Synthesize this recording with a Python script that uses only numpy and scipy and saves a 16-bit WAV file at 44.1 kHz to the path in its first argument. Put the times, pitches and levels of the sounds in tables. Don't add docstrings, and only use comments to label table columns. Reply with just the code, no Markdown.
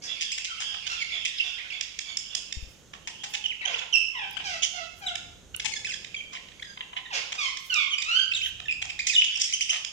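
import sys
import numpy as np
from scipy import signal
from scipy.fft import rfft, irfft, next_fast_len
from scipy.io import wavfile

SR = 44100
rng = np.random.default_rng(int(sys.argv[2]) if len(sys.argv) > 2 else 0)


def dump_mix(stems):
    frames = np.atleast_2d(stems).T
    limited = np.clip(frames, -1, 1)
    pcm = np.round(limited * 32767).astype(np.int16)
    wavfile.write(sys.argv[1], SR, pcm)


N = 437472
TIME = np.arange(N) / SR
CUTOFF_HZ = 15700

# (frequency [Hz], relative level [dB])
AIR_SPECTRUM = [(15, -31), (25, -4.5), (64, -0.5), (567, -16.5), (1490, -11), (2300, -17), (3260, -12),
                (4260, -17.5), (5280, -19), (6550, -7.5), (9050, -25.5), (14300, -30.5), (15500, -44)]
# (frequency [Hz], relative level [dB])
SHUFFLE_SPECTRUM = [(90, -9), (160, .5), (260, -6), (520, -7), (900, -20), (3000, -49)]
# (centre [s], half-width [s], rumble level [dB], shuffle level [dB])
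LOW_SWELLS = [(0, 0.19, -75, -57.5), (1, 0.32, -61, -72), (2.95, 0.6, -66, -60), (4.449, 0.15, -59, -59),
              (5.3, 0.47, -55.5, -70), (6.05, 0.91, -65.5, -59), (8.7, 0.33, -51.5, -66.5)]
# (frequency [Hz], time to fall 60 dB [s])
ROOM_DECAY = [(300, 0.69), (800, 0.63), (1500, 0.7), (3000, 0.66), (6000, 0.7), (10000, 0.39),
              (16000, 0.67)]
# (frequency [Hz], balance [dB])
PORT_BALANCE = [(100, -2.5), (600, 0), (1400, -1), (2800, -9), (4500, -6.5), (6500, -5.5), (9000, 8.5),
                (13000, -4)]
# (start [s], end [s], level [dB])
BABBLE_BOUTS = [(0, 1.483, -39), (1.425, 2.54, -47), (3.15, 3.35, -45.5), (4.207, 4.5, -44),
                (5.886, 6.7, -57.5), (9.134, 9.637, -38)]
# (frequency [Hz], gain [dB])
BABBLE_RESPONSE = [(800, -24), (1500, -12.5), (2300, 5), (3300, 12.5), (4200, -3.5), (5400, 3), (6800, -13),
                   (9000, -16), (15000, -60.5)]
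# (time [s], length [s], level [dB])
HIGH_HISSES = [(2.534, 0.33, -69), (3.274, 0.089, -58), (4.918, 0.19, -63.5), (7.535, 0.35, -59),
               (8.406, 0.12, -55)]
# (time [s], level [dB], ring frequency [Hz])
HARD_TICKS = [(5.564, -8.5, 9700), (5.573, -34, 11000), (4.311, -19, 13400), (4.332, -24, 13500),
              (6.617, -31, 6500), (6.649, -46, 6000)]
# (time [s], level [dB], frequency [Hz], time to fall 60 dB [s])
WING_BEATS = [(2.57, -27.5, 59, 0.084), (2.626, -29.5, 51.7, 0.084), (2.671, -43, 60.6, .1)]
# (frequency [Hz], gain [dB])
VOCAL_TRACT = [(300, -22.5), (700, -10), (1500, -13.5), (2200, 0), (3100, 2.5), (4200, -8.5), (5400, -4),
               (7000, -7.5), (9000, -26), (11500, -42), (16000, -44)]
# (frequency [Hz], gain [dB])
RASP_TILT = [(1300, -5), (2100, 0)]
# (frequency [Hz], gain [dB])
FAR_RESPONSE = [(420, 6.5), (950, 4.5), (1450, 8), (1800, -1), (2500, -1), (3300, -5), (4200, -1.5),
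                (5500, -2.5), (7200, -7.5), (8400, -8.5), (11500, -2.5)]
# (time [s], length [s], pitch [Hz], glide [octaves], rasp [0-1], level [dB], treble [dB], balance [dB])
DISTANT_CALLS = [(0.018, 0.062, 1700, 0.041, 0.81, -38.5, 13.5, 0.5),
                 (0.46, 0.098, 1380, -0.49, 0.1, -54, -12, 9), (0.617, .085, 1630, -0.084, 0.3, -45, 12, 0),
                 (0.888, 0.062, 1395, 0.033, 0.42, -35, 3, -0.5),
                 (1.101, 0.037, 2244, 0.33, 0, -37, -12, 2),
                 (1.422, 0.11, 1434, -0.35, 0.42, -49, 18.5, -2),
                 (1.568, 0.045, 2133, 0.75, 0.34, -41, -19, -2),
                 (1.632, 0.0397, 1635, 0.29, .5, -52, -31, 4),
                 (1.699, 0.037, 2390, -0.47, .2, -36.5, -7, -1),
                 (2.046, 0.086, 2266, -.07, 0, -45.5, 8, -3),
                 (3.605, 0.028, 2195, -0.75, 0.38, -35.5, -16, 9.5),
                 (3.636, 0.054, 786, -.8, 0.43, -38, -26, -3.5),
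                 (3.662, .12, 495, -.49, 0.56, -39.5, -2, -0.5),
                 (3.925, 0.037, 2773, -0.28, 0.1, -19.5, -1, -2),
                 (4.135, .125, 860, -.55, 0.23, -36, -53, 3.5),
                 (4.437, 0.14, 708, -.42, 0.19, -35.5, 2, 0.5), (4.73, .12, 681, -0.2, 0.11, -42.5, -2, -6),
                 (5.006, 0.13, 733, -0.29, 0.15, -43, -3, 10),
                 (6.63, .091, 1630, -0.065, 0.07, -53, 10, -5),
                 (7.101, 0.047, 792, -.74, 0.16, -39, -10, 3),
                 (7.125, 0.079, 494.6, -0.67, 0.68, -30.5, 2.5, -0.5),
                 (7.378, 0.12, 1086, -0.34, 0.21, -30, -2.5, 0.5),
                 (7.696, 0.15, 1218, -0.54, 0.1, -26.5, -14, -1.5),
                 (8.053, 0.084, 1355, 0.24, 0.23, -28.5, -9.5, 5.5),
                 (8.125, 0.096, 1541, 0.16, 0.06, -22.5, -12, -1.5)]
# (time [s], pitch [Hz], glide [octaves], level [dB])
DISTANT_PEEPS = [(.067, 3440, 0.0093, -37), (.643, 3370, 0, -44), (1.117, 3364, -0.082, -33),
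                 (1.422, 3510, -.06, -37), (1.715, 3413, 0.0019, -41), (2.041, 3386, 0.14, -43),
                 (2.294, 3462, -.04, -44.5)]
# (frequency [Hz], gain [dB])
CHEST_RESPONSE = [(400, -21), (780, 9.5), (1150, 5.5), (2000, 0)]
# (time [s], length [s], pitch [Hz], glide [octaves], rasp [0-1], level [dB], treble [dB], balance [dB])
SLURRED_NOTES = [(0.997, 0.038, 2300, -0.2, 0.35, -29.5, -8, -0.5),
                 (1.38, 0.016, 4960, -0.42, 0.1, -35.5, -27, 0),
                 (3.44, 0.032, 3000, -0.25, 0.14, -27, -11.5, -1.5),
                 (3.492, 0.037, 2705, -0.88, 0.1, -31.5, -45, 0.5),
                 (3.65, 0.038, 3183, 0.12, 0.2, -30, -2.5, -6),
                 (3.708, 0.0078, 3640, -.4, 0.5, -38, -17, 10),
                 (3.74, 0.0117, 2694, 0.47, 0.16, -24.5, -22, 3),
                 (3.78, 0.021, 3204, -0.654, .5, -34.5, -2.5, -6),
                 (4.368, 0.013, 1535, 0.22, 0.32, -33, -14.5, 25.5),
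                 (4.398, 0.028, 2807, -.5, 0.81, -45, -32, -18),
                 (4.62, 0.034, 3194, -0.12, 0.63, -23, 4, -2),
                 (5.063, 0.037, 3450, -0.65, 0.2, -28.5, -12, 4),
                 (5.542, .009, 1440, -0.091, .3, -32.5, -16, -2.5),
                 (5.645, 0.027, 881, -0.33, 0.73, -26.5, -1.5, 15),
                 (5.895, 0.031, 2460, -0.62, 0.04, -33, 2, 3),
                 (6.161, 0.039, 3180, -0.115, 0.05, -35.5, -7.5, 3),
                 (6.35, 0.021, 2306, -0.174, 1, -36, -8, 2),
                 (6.368, 0.0066, 2134, -0.44, 0.4, -35.5, -28, 5),
                 (6.596, 0.0064, 2230, 0.23, 0, -40, -7, 2),
                 (6.623, 0.0099, 1773, 0.38, 0.3, -32.5, -13.5, 6.5),
                 (7.053, 0.018, 1880, -0.15, 0.27, -40.5, -25, 0),
                 (7.903, 0.049, 3095, -0.21, 0.15, -26.5, -8.5, 2),
                 (7.978, 0.044, 2390, -0.1, 0.24, -29, -3.5, -0.5),
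                 (8.017, 0.0119, 3700, -.5, 0.9, -28, 2, -1),
                 (8.334, 0.0056, 3760, 0.55, 0.1, -28.5, -9, -2),
                 (8.345, 0.036, 3440, -0.39, 0.31, -26.5, -3, 3),
                 (8.89, 0.021, 2607, -0.042, 0.55, -31.5, -4, 1),
                 (9.066, 0.033, 2424, 0.74, 0.83, -23.5, 8, 1),
                 (9.096, 0.051, 2234, -.75, 0.12, -28, -0.5, -2.5),
                 (9.142, .024, 3660, -0.3, 0.26, -23, -3.5, 1), (9.159, 0.049, 2957, .03, 0, -16, -17, 11),
                 (9.211, 0.013, 2970, -0.4, 0.48, -21, -14, -6),
                 (9.239, 0.023, 3260, -0.071, 0.59, -30.5, 4, -3.5)]
# (time [s], length [s], middle pitch [Hz], level [dB], treble [dB])
ARCHED_CHIRPS = [(.316, 0.0178, 2600, -28, 9.5), (5.845, 0.0192, 2656, -29.5, -3),
                 (8.41, .061, 3182, -27, -9), (8.99, 0.0196, 2500, -25, -5), (9.34, .026, 2890, -30, 2),
                 (9.439, 0.032, 2796, -30, 18), (9.524, 0.028, 3103, -23.5, 5.5),
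                 (9.607, 0.0248, 3075, -23, 3.5), (9.692, 0.022, 3103, -20.5, 2)]
ARCH_ENDS = (-.6, -0.294)
# (time [s], length [s], middle pitch [Hz], swoop [octaves], level [dB], treble [dB], balance [dB])
DIPPED_CHIRPS = [(1.382, 0.035, 2730, .6, -24.5, -17, -1), (5.718, 0.028, 2133, 0.27, -32.5, 3.5, -1),
                 (5.752, 0.029, 1702, 0.238, -35, 2.5, -1), (5.865, 0.037, 1500, 0.35, -35, -0.5, 5),
                 (5.922, 0.025, 1653, 0.36, -34.5, 1, -2), (6.143, 0.01, 2286, .28, -28, -15, 2.5),
                 (6.204, 0.013, 2296, 0.276, -33.5, -28, 1), (8.316, 0.013, 2560, 0.17, -23, -13, 2.5),
                 (8.457, 0.022, 1567, 0.493, -33.5, -28, -2.5), (8.654, 0.028, 1728, 0.12, -43.5, -8, 1),
                 (8.682, 0.023, 2486, 0.206, -25, -29, 0.5), (8.709, 0.02, 2406, 0.21, -24.5, -9, 4)]
# (time [s], length [s], nominal pitch [Hz], level [dB], treble [dB], balance [dB])
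CLOSE_CROAKS = [(0.378, 0.0086, 1742, -27.5, 2.5, 5), (0.602, 0.026, 1618, -30.5, 1, 7),
                (0.732, 0.02, 1284, -38, -3, -3), (0.862, 0.02, 1656, -31, -1, -2.5),
                (2.931, 0.026, 611, -42.5, -2.5, -0.5), (3.073, 0.016, 890, -31.5, 1, 4),
                (3.234, 0.021, 844, -32.5, 0, 3.5), (3.334, 0.0267, 881.4, -28, 0.5, 0.5),
                (3.811, 0.034, 503, -39, -21, -1), (5.597, 0.0105, 1756, -27.5, -0.5, 6),
                (6.321, 0.0305, 1095, -41, 1.5, 1), (6.773, 0.0067, 1100, -35.5, -21, 4),
                (6.807, 0.0095, 1104, -30, -36, 4.5), (6.93, .011, 1058, -40, -30, 5),
                (6.962, 0.0287, 1069, -32, -18, 0), (7.32, 0.011, 857, -27.5, -5, 3.5),
                (7.349, 0.018, 837, -42, 7, -3), (8.6, 0.0054, 1367, -32.5, -8, 1),
                (8.816, 0.013, 853, -26.5, -3, 4), (8.851, 0.0068, 847, -41, 6, -10),
                (9.37, 0.0088, 860, -40, 19.5, -16), (9.706, 0.081, 650.6, -31.5, -2.5, 4.5)]
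# (time [s], length [s], nominal pulse rate [Hz], level [dB], treble [dB])
CLOSE_BUZZES = [(0.205, 0.035, 163, -27.5, 4), (0.442, 0.023, 198, -30, 3.5),
                (1.251, 0.0168, 182.8, -24, -2), (9.395, .034, 222.4, -23, 14.5)]
# (time [s], level [dB], treble [dB])
CLOSE_CLUCKS = [(.392, -43, 12), (1.809, -28.5, 5), (1.989, -31, 4.5), (2.1698, -27.5, 13.5),
                (2.349, -27, 13.5), (2.524, -32.5, 5.5), (5.154, -31.5, -2), (6.045, -39, -4),
                (6.485, -50, -9), (6.518, -52, -35), (7.57, -36, 3.5), (7.74, -30, 14), (9.847, -31, 4)]


def from_db(db):
    return 10 ** (np.asarray(db) / 20)


def unit_rms(x):
    return x / np.sqrt(np.mean(x ** 2) + 1e-20)


def at_hz(points, hz):
    f, value = np.transpose(points)
    return np.interp(np.log(np.maximum(hz, 1)), np.log(f), value)


def colour(x, db_at):
    size = next_fast_len(x.shape[-1] + 256)
    gain = from_db(db_at(np.fft.rfftfreq(size, 1 / SR)))
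    return irfft(rfft(x, size) * gain, size)[..., :x.shape[-1]]


def band(x, low_hz, high_hz):
    sections = signal.butter(2, [low_hz, min(high_hz, .48 * SR)], "band", fs=SR, output="sos")
    return signal.sosfilt(sections, x)


def wander(size, rate):
    return np.interp(np.arange(size) * rate / SR, np.arange(1024), rng.standard_normal(1024))


def add(out, s, sound):
    at = int(np.clip(round(s * SR), 0, N))
    out[..., at:at + sound.shape[-1]] += sound[..., :N - at]


def panned(sound, left_db):
    return sound * from_db([[left_db / 2], [-left_db / 2]])


def from_left(x, lag_ms):
    return np.array([x[0], np.pad(x[1], (int(lag_ms * SR / 1000), 0))[:N]])


def stereo_noise(width=.48):
    mid, side = rng.standard_normal((2, N))
    return mid + width * side * np.array([[1], [-1]])


def background(hum_hz=49.5, hum_db=-66, air_db=-59):
    rumble_gain, shuffle_gain = from_db(-70.5), from_db(-65.5)
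    for s, half_width, rumble_db, shuffle_db in LOW_SWELLS:
        hump = np.exp(-((TIME - s) / half_width) ** 2)
        rumble_gain = rumble_gain + from_db(rumble_db) * hump
        shuffle_gain = shuffle_gain + from_db(shuffle_db) * hump
    air = from_db(air_db) * unit_rms(colour(stereo_noise(), lambda f: at_hz(AIR_SPECTRUM, f)))
    rumble = rumble_gain * unit_rms(band(stereo_noise(), 40, 113))
    shuffle = shuffle_gain * unit_rms(colour(stereo_noise(), lambda f: at_hz(SHUFFLE_SPECTRUM, f)))
    hum = from_db(hum_db) * np.sin(2 * np.pi * hum_hz * TIME)
    return air + from_db(-3) * rumble + from_db(-2) * shuffle + hum


def room(x, early_db=.5, build_s=.015, reflections=10):
    t = TIME[:SR]
    edges = np.geomspace(250, 16000, 9)
    tail = 0
    for low, high in zip(edges, edges[1:]):
        t60 = at_hz(ROOM_DECAY, np.sqrt(low * high))
        tail = tail + band(rng.standard_normal((2, SR)), low, high) * from_db(-60 * t / t60)
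    build_up = 1 - np.exp(-(t / build_s) ** 2)
    response = unit_rms(tail * build_up) / np.sqrt(SR)
    for side in response:
        lags = (rng.uniform(.002, .03, reflections) * SR).astype(int)
        side[lags] += from_db(early_db) / np.sqrt(reflections) * rng.choice([-1, 1], reflections)
    return signal.fftconvolve(x, response, axes=-1)[:, :N]


def flock_babble(count=380, spread_db=4, lull_db=-77.5, fade_s=.43):
    chirps = np.zeros(N)
    for i, (when, span, pitch, bend, slope, loud) in enumerate(rng.random((count, 6))):
        u = np.linspace(-1, 1, int((.02 + .04 * span) * SR))
        octaves = .5 * (slope - .6) * u + .5 * (bend - .5) * u ** 2 + .07 * wander(len(u), 1200)
        hz = (1300 + 1900 * pitch) * 2 ** octaves
        phase = 2 * np.pi * np.cumsum(hz) / SR
        tone = sum(np.sin(k * phase) for k in range(1, 5))
        add(chirps, (i + when) / count * N / SR, from_db(spread_db * loud) * (1 - u ** 2) * tone)
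    gain = from_db(lull_db)
    for start, end, db in BABBLE_BOUTS:
        inside_s = np.minimum(TIME - start, end - TIME)
        gain = gain + from_db(db) * np.clip(.5 + inside_s / fade_s, 0, 1)
    return gain * unit_rms(colour(chirps, lambda f: at_hz(BABBLE_RESPONSE, f)))


def high_hiss(uneven_db=4):
    out = np.zeros(N)
    for s, length, db in HIGH_HISSES:
        size = int(length * SR)
        hiss = band(rng.standard_normal(SR)[:size], 7000, 24000)
        uneven = hiss * from_db(uneven_db * wander(size, 50))
        add(out, s, from_db(db) * unit_rms(uneven * np.hanning(size)))
    return out


def damped(hz, t60):
    t = TIME[:SR // 4]
    return np.sin(2 * np.pi * hz * t) * from_db(-60 * t / t60)


def ticks():
    out = np.zeros(N)
    for s, db, hz in HARD_TICKS:
        add(out, s, from_db(db) * damped(hz, t60=.00062))
    return band(out, 6800, 14000)


def wing_puffs():
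    out = np.zeros(N)
    for s, db, hz, t60 in WING_BEATS:
        add(out, s, from_db(db) * damped(hz, t60))
    return panned(out, left_db=14)


def glide(hz, octaves, early):
    return hz * 2 ** (octaves * np.array([-early, 0, 1 - early]))


def turn(hz, start_octaves, end_octaves):
    return hz * 2 ** np.array([start_octaves, 0, end_octaves])


def syllable(length, pitches, rasp, treble_db, bass_db, attack, release, jitter, flutter_db,
             quiver=.0067):
    def throat(f):
        tilt_db = at_hz([(1500, bass_db), (2100, 0), (3700, 0), (5000, treble_db)], f)
        return at_hz(VOCAL_TRACT, f) + tilt_db

    size = int(length * SR)
    u = np.linspace(0, 1, size)
    contour = np.polyval(np.polyfit([0, .5, 1], pitches, 2), u)
    shake = 1 + jitter * rasp * wander(size, 900) + quiver * wander(size, 200)
    hz = np.maximum(contour * shake, 100)
    phase = 2 * np.pi * np.cumsum(hz) / SR
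    k = np.arange(1, min(int(CUTOFF_HZ / hz.min()), 48) + 1)[:, None]
    strength = from_db(throat(k * hz)) * (k * hz < SR / 2)
    tone = np.sum(strength * np.sin(k * phase), 0) / np.sqrt(np.sum(strength ** 2, 0) / 2 + 1e-20)
    puffs = rng.standard_normal(SR // 3)[:size] * (.15 + np.cos(phase / 2) ** 6)
    hiss = unit_rms(colour(puffs, lambda f: throat(f) + at_hz(RASP_TILT, f)))
    hiss_gain = .92 * rasp
    voice = np.sqrt(1 - hiss_gain ** 2) * tone + hiss_gain * hiss
    envelope = np.sin(np.pi / 2 * np.clip(np.minimum(u / attack, (1 - u) / release), 0, 1))
    flutter = from_db(flutter_db * wander(size, 146.8))
    return unit_rms(voice * envelope * flutter)


def far_note(length, pitches, rasp, db, treble_db, easy_db=-34.5):
    effort_db = db - easy_db
    attack_s = .017 * from_db(-.5 * effort_db)
    call = syllable(length, pitches, rasp, treble_db, bass_db=-.71 * effort_db,
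                    attack=min(attack_s / length, .3), release=.18,
                    jitter=.1013, flutter_db=3.5, quiver=.0087)
    return from_db(db) * call


def far_birds(early=.66, peep_s=.0726):
    out = np.zeros((2, N))
    for s, length, hz, octaves, rasp, db, treble_db, left_db in DISTANT_CALLS:
        call = far_note(length, glide(hz, octaves, early), rasp, db, treble_db)
        add(out, s, panned(call, left_db))
    for s, hz, octaves, db in DISTANT_PEEPS:
        peep = far_note(peep_s, glide(hz, octaves, early), rasp=.36, db=db, treble_db=-10)
        add(out, s, panned(peep, left_db=-2.5))
    return colour(out, lambda f: at_hz(FAR_RESPONSE, f))


def close_note(length, pitches, db, treble_db, rasp, easy_db=-33.5):
    note = syllable(length, pitches, rasp, treble_db, bass_db=easy_db - db,
                    attack=.15, release=.22, jitter=.0938, flutter_db=4.5 + rasp)
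    return from_db(db) * note


def warble(dip_hook=.51):
    out = np.zeros((2, N))
    for s, length, hz, octaves, rasp, db, treble_db, left_db in SLURRED_NOTES:
        slur = close_note(length, glide(hz, octaves, early=.2966), db, treble_db, rasp)
        add(out, s, panned(slur, left_db))
    for s, length, hz, db, treble_db in ARCHED_CHIRPS:
        arch = close_note(length, turn(hz, *ARCH_ENDS), db, treble_db, rasp=.18)
        add(out, s, panned(arch, left_db=2))
    for s, length, hz, octaves, db, treble_db, left_db in DIPPED_CHIRPS:
        dip = close_note(length, turn(hz, octaves, dip_hook * octaves), db, treble_db, rasp=.2)
        add(out, s, panned(dip, left_db))
    sag = glide(.95, octaves=-.1674, early=.602)
    for s, length, hz, db, treble_db, left_db in CLOSE_CROAKS:
        croak = close_note(length, hz * sag, db, treble_db, rasp=.9, easy_db=-30)
        add(out, s, panned(croak, left_db))
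    for s, length, hz, db, treble_db in CLOSE_BUZZES:
        buzz = close_note(length, hz * sag, db, treble_db, rasp=1, easy_db=-44.5)
        add(out, s, panned(buzz, left_db=3))
    return out


def clucks():
    out = np.zeros((2, N))
    for s, db, treble_db in CLOSE_CLUCKS:
        cluck = syllable(length=.0062, pitches=(1690, 1800, 1680), rasp=.86, treble_db=treble_db,
                         bass_db=-12, attack=.2, release=.68, jitter=.07, flutter_db=1)
        add(out, s, panned(from_db(db) * cluck, left_db=-2))
    return out


def near_bird(warble_db=-1.7, cluck_db=3):
    voice = from_db(warble_db) * warble() + from_db(cluck_db) * clucks()
    return colour(voice, lambda f: at_hz(CHEST_RESPONSE, f))


def scene():
    near, far = near_bird(), far_birds()
    noises = ticks() + wing_puffs() + high_hiss()
    direct = from_left(near + noises, lag_ms=.545) + from_db(-.5) * from_left(far, lag_ms=.33)
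    near_to_room = colour(near, lambda f: at_hz([(3200, -8.5), (5000, -6)], f))
    to_room = near_to_room + from_db(-2) * far + from_db(-5) * flock_babble() + from_db(-20) * noises
    return direct + room(to_room) + background()


def record(dry):
    left = colour(dry[0], lambda f: at_hz(PORT_BALANCE, f) / 2)
    right = colour(dry[1], lambda f: -at_hz(PORT_BALANCE, f) / 2)
    low_pass = signal.ellip(10, .1, 90, CUTOFF_HZ, fs=SR, output="sos")
    return signal.sosfilt(low_pass, [left, right])


dry = scene()
out = record(dry)
dump_mix(out)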